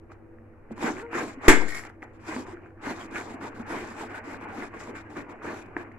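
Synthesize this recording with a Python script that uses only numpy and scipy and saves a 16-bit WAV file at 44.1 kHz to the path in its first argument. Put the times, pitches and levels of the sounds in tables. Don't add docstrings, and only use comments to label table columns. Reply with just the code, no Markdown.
import sys
import numpy as np
from scipy import signal
from scipy.io import wavfile
from scipy.ndimage import uniform_filter1d

SR = 44100
rng = np.random.default_rng(int(sys.argv[2]) if len(sys.argv) > 2 else 0)


def log_audio(samples):
    frames = np.atleast_2d(samples).T
    limited = np.clip(frames, -1, 1)
    pcm = np.round(limited * 32767).astype(np.int16)
    wavfile.write(sys.argv[1], SR, pcm)


def gain_from_db(level_db):
    decades = np.asarray(level_db, float) / 20
    return 10 ** decades


N = 263718


def rms_one(x):
    return x / np.sqrt(np.mean(x ** 2) + 1e-20)


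def at_hz(points, hz):
    table = np.array(points)
    return np.interp(np.log(hz), np.log(table[:, 0]), table[:, 1])


def drift(rate_hz):
    r = np.exp(-128 * np.pi * rate_hz / SR)
    slow = signal.lfilter([1], [1, -2 * r, r * r], rng.standard_normal(N // 64 + 502))[500:]
    return np.interp(np.arange(N) / 64, np.arange(len(slow)), rms_one(slow))


def resonate(x, hz, width_hz):
    r = np.exp(-np.pi * width_hz / SR)
    poles = [1, -2 * r * np.cos(2 * np.pi * hz / SR), r * r]
    return signal.lfilter([(1 - r * r) / 2, 0, (r * r - 1) / 2], poles, x + 1e-18)


# (frequency [Hz], correlation [0-1])
LIKENESS = [(60, 0.82), (180, 1), (540, 0.72), (1640, 0.34), (4930, 0.37), (14800, 0.12)]
# (frequency [Hz], level [dB])
PORT_LEAN = [(60, 0), (500, 0), (2000, 1), (4000, 1.5), (6000, 5.5), (9000, -5), (12000, -16), (15000, -10)]


def spread(pair, hz):
    alike = np.clip(at_hz(LIKENESS, hz), 0, 1)
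    lean_db = at_hz(PORT_LEAN, hz) / 2
    common = np.sqrt(1 + alike) * pair[0]
    difference = np.sqrt(1 - alike) * pair[1] * [[1], [-1]]
    return gain_from_db(np.array([[lean_db], [-lean_db]])) * (common + difference)


def cracks(per_s, uneven_db):
    sizes = gain_from_db(uneven_db * np.minimum(rng.exponential(1, (2, N)), 5)) * rng.choice([-1, 1], (2, N))
    return rms_one(sizes * (rng.random((2, N)) < per_s / SR))


def colour(sources, spectrum, low_hz, high_hz, shape=lambda hz: 1):
    edges = np.geomspace(low_hz, high_hz, 2 + int(4 * np.log2(high_hz / low_hz)))
    out = 0
    for k, band in enumerate(zip(edges, edges[1:])):
        hz = np.sqrt(band[0] * band[1])
        bandpass = signal.butter(2, band, "band", fs=SR, output="sos")
        pair = signal.sosfilt(bandpass, sources[k % 2])
        out = out + gain_from_db(at_hz(spectrum, hz)) * shape(hz) * spread(pair, hz)
    return out


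# (time [s], hold [s], thud [dB], crunch [dB], crisp [dB])
STABS = [(0.119, 0.00016, -54.5, -58.5, -71), (0.725, 0, -44.5, -58.5, -69), (0.837, 0.04, -29.5, -33, -47),
         (0.974, 0.026, -46.5, -44, -62), (1.161, 0.033, -31.5, -31.5, -50), (1.226, 0, -34.5, -53, -53),
         (1.28, 0.024, -46.5, -48, -59.5), (1.455, 0.1, -35, -35.5, -53), (1.595, 0.036, -39, -64, -52),
         (1.692, 0.01, -69, -47, -49.5), (1.747, 0.038, -51.5, -42, -53), (1.841, 0.037, -52, -51, -87),
         (2.041, 0.0016, -49.5, -53.5, -68), (2.294, 0.042, -38.5, -39, -50.5),
         (2.371, 0.023, -41.5, -47.5, -58.5), (2.485, 0.062, -50, -54, -69),
         (2.634, 0.027, -51.5, -59, -69.5)]
# (time [s], hold [s], thud [dB], crunch [dB], crisp [dB])
STROKES = [(2.863, 0.048, -37.5, -38, -52), (3.002, 0.027, -49, -46, -59), (3.163, 0.023, -36, -38, -52),
           (3.288, 0.026, -47, -49.5, -63.5), (3.436, 0.02, -40, -43, -59.5), (3.615, 0, -41.5, -53, -70),
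           (3.706, 0.06, -39, -38.5, -54.5), (3.826, 0.076, -48, -47, -60.5),
           (3.992, 0.028, -50, -42, -56.5), (4.139, 0.038, -53.5, -43.5, -70),
           (4.263, 0.094, -44, -45.5, -63), (4.424, 0.092, -43.5, -46.5, -89),
           (4.572, 0.074, -41.5, -43.5, -57.5), (4.742, 0.031, -45.5, -46, -78), (4.8, 0.06, -48, -48, -61),
           (4.891, 0.012, -39.5, -49, -78), (4.96, 0.026, -59, -45, -62.5), (5.111, 0.015, -45.5, -53, -70),
           (5.18, 0.0093, -36.5, -42, -59.5), (5.297, 0.031, -45, -50, -71),
           (5.453, 0.06, -37.5, -42, -61.5), (5.537, 0.049, -46, -47.5, -61), (5.78, 0.036, -41, -46, -67)]
CUTS = STABS + STROKES
# (time [s], level [dB])
PRESSURE = [(0.0, -73.5), (0.64, -69.5), (0.8, -58), (1.35, -64), (1.62, -44), (1.95, -72), (2.2, -60.5),
            (2.45, -55), (2.76, -70), (2.95, -53), (3.5, -52.5), (4.1, -50), (4.5, -64.5), (5.05, -58),
            (5.7, -55.5), (5.98, -60.5)]


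def effort(peak_db, rise_db_s, fall_db_s, creak_db):
    start, hold = np.transpose(CUTS)[:2, :, None]
    jerk = np.exp(-np.abs(hold) / .017)
    t = np.arange(0, N, 32) / SR
    before = np.maximum(start - .017 * jerk - t, 0)
    after = np.maximum(t - start - hold, 0)
    level_db = peak_db[:, None] - rise_db_s * (1 + 2.1 * jerk) * before - fall_db_s * after
    creaking_db = np.interp(t, *np.transpose(PRESSURE)) + creak_db
    power = np.sum(gain_from_db(level_db) ** 2, axis=0) + gain_from_db(creaking_db) ** 2
    return np.interp(np.arange(N) / SR, t, 10 * np.log10(power))


# (frequency [Hz], width [Hz], level [dB])
HEAD = [(237, 25, 1), (283, 32, -7.5), (354.3, 23, -3), (444, 13, -8.5), (920, 120, -6), (1450, 22, -20.5),
        (2070, 240, -32.5)]


def tearing(catch, level_db, spectrum, low_hz, high_hz, per_s, uneven_db, patchy_db, head_db):
    clumps = gain_from_db(patchy_db * (.45 * catch + .55 * drift(30)))
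    shower = [clumps * cracks(per_s, uneven_db), clumps * cracks(per_s, uneven_db)]
    out = rms_one(colour(shower, spectrum, low_hz, high_hz, lambda hz: gain_from_db(patchy_db * drift(7.8))))
    for k, (hz, width_hz, db) in enumerate(HEAD):
        if low_hz < hz < high_hz:
            comes_and_goes = gain_from_db(5 * np.tanh(drift(8)))
            ring = rms_one(resonate(shower[k % 2] * comes_and_goes, hz, width_hz))
            out += spread(ring, hz) * gain_from_db(db + head_db)
    return gain_from_db(level_db) * rms_one(out)


# (frequency [Hz], density [dB per Hz])
CRUNCH = [(71, -45), (120, 0), (171, -17.5), (210, -3.5), (328, 3), (397, -7), (449, -2), (508, -10.5),
          (875, -8), (1250, -10), (1430, -7), (2330, -12.5), (3100, -31.5), (4030, -59), (6820, -120)]
# (frequency [Hz], density [dB per Hz])
CRISP = [(1590, -31), (2700, -1), (3010, -8), (3770, -8.5), (4400, -8.5), (5400, -9.5), (6200, -11),
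         (7510, -12.5), (9060, -20.5), (11000, -23), (13100, -28.5), (14600, -33.5), (15300, -34)]


def sawing():
    low_db, mid_db, high_db = np.transpose(CUTS)[2:]
    between_db = .41 * low_db + .59 * mid_db - 1.2
    thud_db = effort(low_db, rise_db_s=393.5, fall_db_s=193.5, creak_db=5.5)
    hollow_db = effort(between_db, rise_db_s=308, fall_db_s=225, creak_db=2)
    crunch_db = effort(mid_db, rise_db_s=303, fall_db_s=223, creak_db=.66)
    crisp_db = effort(high_db + 1.5, rise_db_s=301, fall_db_s=156, creak_db=-16.5)
    air_db = 1.4 * crisp_db - 7.5
    catch = drift(29.6)
    thud = tearing(catch, thud_db, CRUNCH, 127, 599.6, per_s=440, uneven_db=2, patchy_db=1.5, head_db=-9.5)
    hollow = tearing(catch, hollow_db, CRUNCH, 600, 1200, per_s=700, uneven_db=2.5, patchy_db=1.9, head_db=-12)
    crunch = tearing(catch, crunch_db, CRUNCH, 1200, 2900, per_s=1200, uneven_db=2, patchy_db=1.5, head_db=-12.5)
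    crisp = tearing(catch, crisp_db, CRISP, 2860, 12000, per_s=12000, uneven_db=4, patchy_db=2, head_db=0)
    air = tearing(catch, air_db, CRISP, 12500, 14600, per_s=20000, uneven_db=4.5, patchy_db=5, head_db=0)
    return thud + hollow + crunch + crisp + air


# (time [s], peak [dB], pitch [Hz], thud [dB], crack [dB])
SNAPS = [(0.117, -42.5, 1310, -56, -68), (0.119, -47, 800, -62, -70), (0.709, -43, 800, -60, -68),
         (0.779, -36.5, 1010, -31, -51), (0.827, -28, 1000, -38, -43.5), (0.983, -33.5, 1716, -44, -55),
         (1.131, -28.5, 970, -35, -65), (1.837, -34, 1980, -52, -52.5), (1.851, -39.5, 1920, -49, -45),
         (1.899, -40.5, 1490, -49, -63.5), (1.9, -48, 795, -60, -69), (1.852, -39, 800, -60, -70),
         (2.027, -32.5, 1930, -48, -58), (2.031, -43, 776, -57, -72), (2.03, -38.5, 1243, -58, -70),
         (2.363, -33.5, 1670, -29, -50), (2.364, -31.5, 910, -60, -70.5), (2.571, -43, 1530, -37, -77.5),
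         (2.985, -40.5, 1337, -69.5, -57), (3.146, -36, 1580, -31, -58), (3.21, -34, 2160, -32, -49.5),
         (3.339, -51, 1450, -52, -51), (3.601, -43, 1300, -45, -68), (4.345, -36.5, 1620, -38, -68),
         (4.413, -38, 890, -44, -72), (4.623, -30.5, 1960, -44, -59), (5.167, -42, 1110, -28.5, -65),
         (5.766, -31.5, 1020, -22.5, -64.5), (5.766, -22.5, 1710, -33, -59), (5.916, -43, 1950, -50, -60)]
# (time [s], peak [dB], pitch [Hz])
TICKS = [(.385, -52, 1800), (.968, -36, 2150), (.997, -35, 2440), (1.064, -41, 2100), (1.403, -46, 1500),
         (1.748, -39, 2000), (1.802, -41, 1800), (2.022, -38, 2200), (2.467, -41, 1500), (2.845, -37, 970),
         (2.881, -38, 885), (3.272, -42, 940), (4.011, -41, 1000), (4.106, -39, 2170), (4.457, -34, 880),
         (4.568, -45, 900), (4.804, -40, 1880), (4.873, -36, 970), (5.297, -41, 970), (5.418, -36.5, 1170),
         (5.454, -38, 1090), (5.873, -44, 1195), (2.66, -45, 1535), (2.705, -53, 1510),
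         (2.777, -53.5, 1490), (3.413, -36, 1400), (3.563, -40, 1480), (3.7, -40, 1490), (4.146, -34, 1470),
         (4.239, -42, 1500), (4.533, -44, 1500), (4.953, -40, 1710), (5.159, -44, 1190),
         (5.39, -46.5, 1530)]
# (time [s], peak [dB], pitch [Hz])
BITES = [(0.774, -37, 1040), (0.842, -23, 964), (0.848, -28, 1600), (1.131, -30, 2500), (1.148, -26, 1460),
         (1.412, -33, 883), (1.443, -30, 920), (2.267, -37, 972), (2.288, -33, 880), (2.365, -26.5, 2600),
         (2.453, -40, 1000), (2.635, -44, 1205), (3.917, -33, 880), (3.964, -36, 869), (5.769, -25, 796)]


def snaps():
    sharp, soft, t = np.zeros(N), np.zeros(N), np.arange(SR // 20) / SR
    small = TICKS + [(s, db - 8, hz) for s, db, hz in BITES]
    breaks = SNAPS + [(s, db, hz, db - 16, db - 22.5) for s, db, hz in small]
    grit = rng.standard_normal((len(breaks), len(t)))
    for (s, db, hz, thud_db, crack_db), noise in zip(breaks, grit):
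        crack = gain_from_db(crack_db + 1 - 5000 * t) * noise
        tick = gain_from_db(db + 6.5 - 4.1 * t * hz) * (1 - np.exp(-t / .0001))
        tick *= np.cos(2 * np.pi * hz * (t - .0002))
        thud = gain_from_db(thud_db - 2600 * t) * (1 - np.exp(-t / .0003)) * np.cos(2 * np.pi * 330 * t)
        at = round(s * SR)
        sharp[at:][:len(t)] += (crack + gain_from_db(-17) * tick)[:N - at]
        soft[at:][:len(t)] += (tick + thud)[:N - at]
    soft = signal.sosfilt(signal.butter(6, 2700, fs=SR, output="sos"), np.roll(soft, 12))
    return soft + signal.sosfilt(signal.butter(2, 9000, fs=SR, output="sos"), sharp)


# (time [s], peak [dB], pitch [Hz])
BUMPS = [(0.713, -30, 223), (0.841, -20.5, 223), (0.9, -25.5, 300), (1.15, -25, 346), (1.235, -27.5, 300),
         (2.9, -35, 330), (3.745, -33, 330), (4.635, -34.5, 402), (4.895, -34.5, 400), (5.475, -30, 350),
         (1.374, -31.5, 270), (1.48, -9.5, 371), (1.874, -45, 313), (2.171, -46.5, 330), (2.287, -31, 324),
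         (2.363, -23.5, 253), (2.482, -36.5, 386), (2.533, -33.5, 345), (2.803, -48, 310),
         (2.869, -26, 275), (3.033, -38, 327), (3.121, -34.5, 280), (3.342, -32.5, 272), (3.432, -37, 282),
         (3.598, -30, 228), (3.694, -38, 326), (3.819, -32, 346), (3.87, -39, 291), (4.029, -34, 340),
         (4.171, -40, 270), (4.237, -46, 303), (4.324, -34, 279), (4.487, -38.5, 226), (4.582, -30, 275),
         (4.748, -39, 283), (4.88, -39, 236), (5.175, -27, 284), (5.442, -36.5, 377), (5.633, -46, 280),
         (5.765, -39, 371), (5.89, -45, 242)]


def bumps():
    out, t = np.zeros(N + SR), np.arange(SR // 10) / SR
    for s, db, hz in BUMPS:
        envelope = gain_from_db(db + 1 - 650 * t) * (1 - np.exp(-t / .0015))
        out[round(s * SR):][:len(t)] += envelope * np.sin(2 * np.pi * hz * t)
    return out[:N]


# (time [s], length [s], pitch [Hz], level [dB])
HOLLOWS = [(0.849, 0.049, 907, -35), (1.19, 0.023, 1605, -42), (2.285, 0.044, 960, -54),
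           (2.873, 0.046, 890, -48), (3.158, 0.031, 1450, -42), (3.203, 0.014, 930, -45),
           (3.429, 0.037, 907, -47), (3.691, 0.06, 907, -44.5), (3.776, 0.037, 2070, -45),
           (3.972, 0.071, 890, -47), (4.154, .025, 1484, -45.5), (4.158, .03, 890, -47),
           (4.294, .05, 864, -50), (4.433, 0.056, 900, -47.5), (4.533, 0.028, 797, -44.5),
           (4.624, 0.018, 1670, -49.5), (5.434, 0.081, 1000, -49), (2.887, .02, 4300, -57),
           (3.01, .015, 3200, -52.5), (3.015, .025, 4600, -66), (2.843, .02, 2080, -50),
           (3.817, .015, 2430, -52), (2.362, .008, 4750, -57), (5.063, .02, 1600, -53),
           (5.625, .02, 2400, -57.5)]


def hollows():
    out, t = np.zeros((2, N)), np.arange(N) / SR
    grit = cracks(per_s=1500, uneven_db=1.9)
    for s, length_s, hz, db in HOLLOWS:
        near = slice(int((s - .06) * SR), int((s + length_s + .06) * SR))
        outside = np.maximum(np.abs(t[near] - s - length_s / 2) - length_s / 2, 0) / .01
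        ring = resonate(grit[:, near], hz, max(60, hz / 20))
        out[:, near] += gain_from_db(db) * np.exp(-outside ** 2) * rms_one(spread(ring, hz))
    return out


# (time [s], pitch [Hz], level [dB])
SQUEAK = [
    (.955, 369.4, -55.5),
    (.97, 372, -44.5),
    (1.0, 375.3, -45.5),
    (1.015, 399, -47),
    (1.03, 464, -40),
    (1.06, 472, -42.5),
    (1.085, 469, -46.5),
    (1.12, 465, -51),
]


def squeak():
    first, last, t = SQUEAK[0], SQUEAK[-1], np.arange(N) / SR
    rows = [(first[0] - .015, first[1], -90)] + SQUEAK + [(last[0] + .02, last[1], -90)]
    s, pitch_hz, db = np.transpose(rows)
    phase = 2 * np.pi * np.cumsum(np.interp(t, s, pitch_hz)) / SR
    height = gain_from_db(-600 * np.maximum(np.abs(t - 1.042) - .02, 0))
    overtones = gain_from_db(-9) * np.sin(2 * phase) + gain_from_db(-13.5) * np.sin(3 * phase)
    return np.sqrt(2) * gain_from_db(np.interp(t, s, db)) * (np.sin(phase) + height * overtones)


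# (frequency [Hz], level [dB], t60 [s])
TRAY_LOW = [(242, -3, .2), (275, -1, .25), (312, -3, .25), (330, -5, .33), (376.5, -9, .33), (449, -8, .33)]
# (frequency [Hz], level [dB], t60 [s])
TRAY = [(867, -3, .26), (967, -11, .2), (1190, -17, .15), (1468, -5, .26), (1561, -10, .3), (1605, -5, .45),
        (1778, -4, .28), (1880, -2, .2), (1928, -4, .25), (2105, -2, .4), (2202, -6, .4), (2260, -7, .34),
        (2580, -16, .24), (3090, -21, .2), (3382, -21, .4), (5450, -24, .25), (6896, -24, .3),
        (7515, -22, .22)]
# (frequency [Hz], density [dB per Hz])
CLATTER = [(59, -56), (100, -27), (312, -3), (624, -13.5), (693, -17.5), (874, -9), (1330, -12.5),
           (1450, -8), (2160, -9), (2780, -19.5), (4320, -27.5), (7630, -25.5), (8300, -31.5), (10900, -32),
           (15300, -44.5)]
# (frequency [Hz], t60 [s])
CLATTER_T60 = [(60, 0.2), (300, 0.33), (1000, 0.23), (3000, 0.26), (8000, 0.23), (14000, 0.11)]
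# (push [full scale], decay [s], swing back [full scale], decay [s])
JOLT = [(1.15, .033, .36, .14), (.47, .044, .09, .14)]


def knock():
    t = np.maximum(np.arange(N) / SR - 1.4816, 0)
    ring = np.zeros((2, N))
    for hz, db, t60_s in TRAY_LOW + TRAY:
        phase = rng.uniform(0, 2 * np.pi, (2, 1))
        ring += gain_from_db(-18.5 + db - 60 * t / t60_s) * spread(np.sin(2 * np.pi * hz * t + phase), hz)
    white = rng.standard_normal((2, 2, N))
    undamped_rms = np.std(colour(white[:, :, :SR // 2], CLATTER, 60, 15900))
    clatter = colour(white, CLATTER, 58.2, 15950, lambda hz: gain_from_db(-60 * t / at_hz(CLATTER_T60, hz)))
    tick = -.9 * np.exp(-((t - .0007) / .00018) ** 2)
    jolt = np.array([push * np.exp(-(t / push_s) ** 1.3) - back * np.exp(-(t / back_s) ** 1.6)
                     for push, push_s, back, back_s in JOLT])
    struck = (1 - np.exp(-t / .0002)) * (ring + gain_from_db(-8) * clatter / undamped_rms + tick)
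    return struck + (1 - np.exp(-t / .003)) * jolt


# (time [s], buzz [dB], bright [dB])
RATTLE = [
    (1.625, -38.5, -58.5),
    (1.683, -37.5, -47.5),
    (1.703, -44, -58),
    (1.7209, -38, -59.5),
    (1.7474, -36.5, -46),
    (1.7685, -41, -54),
    (1.787, -51, -67),
    (1.801, -55, -71),
]
# (frequency [Hz], width [Hz], level [dB])
BUZZ = [(1530, 110, -11.5), (1880, 71, 0), (2190, 110, -1), (3640, 500, -20)]
# (frequency [Hz], width [Hz], level [dB])
BRIGHT = [(5230, 940, -5.5), (7000, 1080, -7), (10620, 2600, -7)]


def rattle():
    t = np.arange(N) / SR
    touches = cracks(per_s=6000, uneven_db=2)
    out = np.zeros((2, N))
    for column, fall_db_s, peaks in ((1, 504, BUZZ), (2, 260, BRIGHT)):
        loud = sum(gain_from_db(row[column] - fall_db_s * np.clip(t - row[0], 0, 1)) * (t > row[0]) for row in RATTLE)
        for hz, width_hz, db in peaks:
            ring = resonate(resonate(touches, hz, width_hz), hz, 2 * width_hz)
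            out += gain_from_db(db) * loud * rms_one(spread(ring, hz))
    return out


def room(x):
    t60_s, wall_cut_hz = .45, 6600
    out, dull = np.zeros((2, N)), np.exp(-2 * np.pi * wall_cut_hz / SR)
    for k, lag in enumerate((rng.uniform(.006, .03, 16) * SR).astype(int)):
        loop, gain, state = x.copy(), gain_from_db(-60 * lag / SR / t60_s), [0.]
        for i in range(lag, N, lag):
            back, state = signal.lfilter([gain * (1 - dull)], [1, -dull], loop[i - lag:i], zi=state)
            loop[i:i + lag] += back[:N - i]
        out[k % 2] += (loop - x) * (-1) ** (k // 2)
    return out


# (frequency [Hz], density [dB per Hz])
FLOOR = [(5.9, -33), (10, 3), (30, -10), (65, -10), (102, -6.5), (127, -13), (189, -28), (220, -21),
         (290, -21.5), (327, -9.5), (418, -37.5), (502, -16), (585, -21), (1990, -35.5), (3670, -73),
         (15000, -82)]
# (frequency [Hz], width [Hz], level [dB])
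HUM = [(231, 14, -62), (330, 6, -59), (393, 8, -68), (442, 14, -66), (495, 6, -66)]


def room_tone():
    white = rng.standard_normal((2, 2, N + SR))
    out = gain_from_db(-52.5) * rms_one(colour(white, FLOOR, 9.93, 15240))
    for hz, width_hz, db in HUM:
        narrow = resonate(resonate(white[0], hz, width_hz), hz, width_hz)
        out += gain_from_db(db) * spread(rms_one(narrow), hz) / np.sqrt(2)
    mains_db = -56.5 + .78 * drift(4)
    mains_hz = 99.3 + .9 * drift(2.8)
    mains = gain_from_db(mains_db) * np.sin(2 * np.pi * np.cumsum(mains_hz) / SR)
    return out[:, SR:] + np.sqrt(2) * mains


def scene():
    single = snaps() + squeak() + bumps()
    near = sawing() + knock() + rattle() + hollows() + single + gain_from_db(-21) * room(single)
    near[0] = np.roll(near[0], 3)
    return near + room_tone()


# (from [s], to [s])
OPEN = [(.113, .138), (.712, .73), (.76, 1.03), (1.112, 1.345), (1.415, 1.877), (1.89, 1.908),
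        (2.018, 2.046), (2.13, 2.178), (2.195, 2.446), (2.464, 2.543), (2.7, 2.706), (2.815, 3.071),
        (3.108, 3.354), (3.404, 3.498), (3.545, 3.624), (3.662, 4.079), (4.094, 4.2), (4.238, 4.372),
        (4.405, 4.452), (4.484, 4.687), (4.738, 4.914), (4.95, 5.024), (5.096, 5.227), (5.29, 5.33),
        (5.422, 5.633), (5.657, 5.666), (5.765, 5.839), (5.917, 5.926)]


def treble_gate(x):
    edge_hz, gate_db, gate_s, sink_db, sink_s = 3550, -12.5, .012, -7, .08
    t = np.arange(N) / SR
    shut = 1. - sum((t > start) & (t < end) for start, end in OPEN)
    keep = np.exp(-1 / (sink_s * SR))
    long_shut = signal.lfilter([1 - keep], [1, -keep], shut, zi=[keep])[0]
    gain_db = uniform_filter1d(shut * (gate_db + sink_db * long_shut), size=int(gate_s * SR))
    low = signal.sosfiltfilt(signal.cheby2(7, 30, edge_hz, fs=SR, output="sos"), x)
    return low + gain_from_db(gain_db) * (x - low)


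def low_pass(x):
    return signal.sosfilt(signal.butter(12, 15430, fs=SR, output="sos"), x)


# (frequency [Hz], width [Hz], level [dB])
PORT_PEAKS = [(7475, 780, 7), (10660, 640, -6)]


def record(dry):
    ports = np.array([x + gain_from_db(db) * resonate(x, hz, width_hz)
                      for x, (hz, width_hz, db) in zip(dry, PORT_PEAKS)])
    hissing = treble_gate(ports) + gain_from_db(-85) * rng.standard_normal(dry.shape)
    dull = signal.sosfilt(signal.butter(2, 13500, fs=SR, output="sos"), hissing)
    clipped = np.clip(dull, -.99, .99)
    mix = signal.sosfiltfilt(signal.cheby2(16, 30, 15600, fs=SR, output="sos"), clipped)
    return low_pass(mix)


dry = scene()
out = record(dry)
log_audio(out)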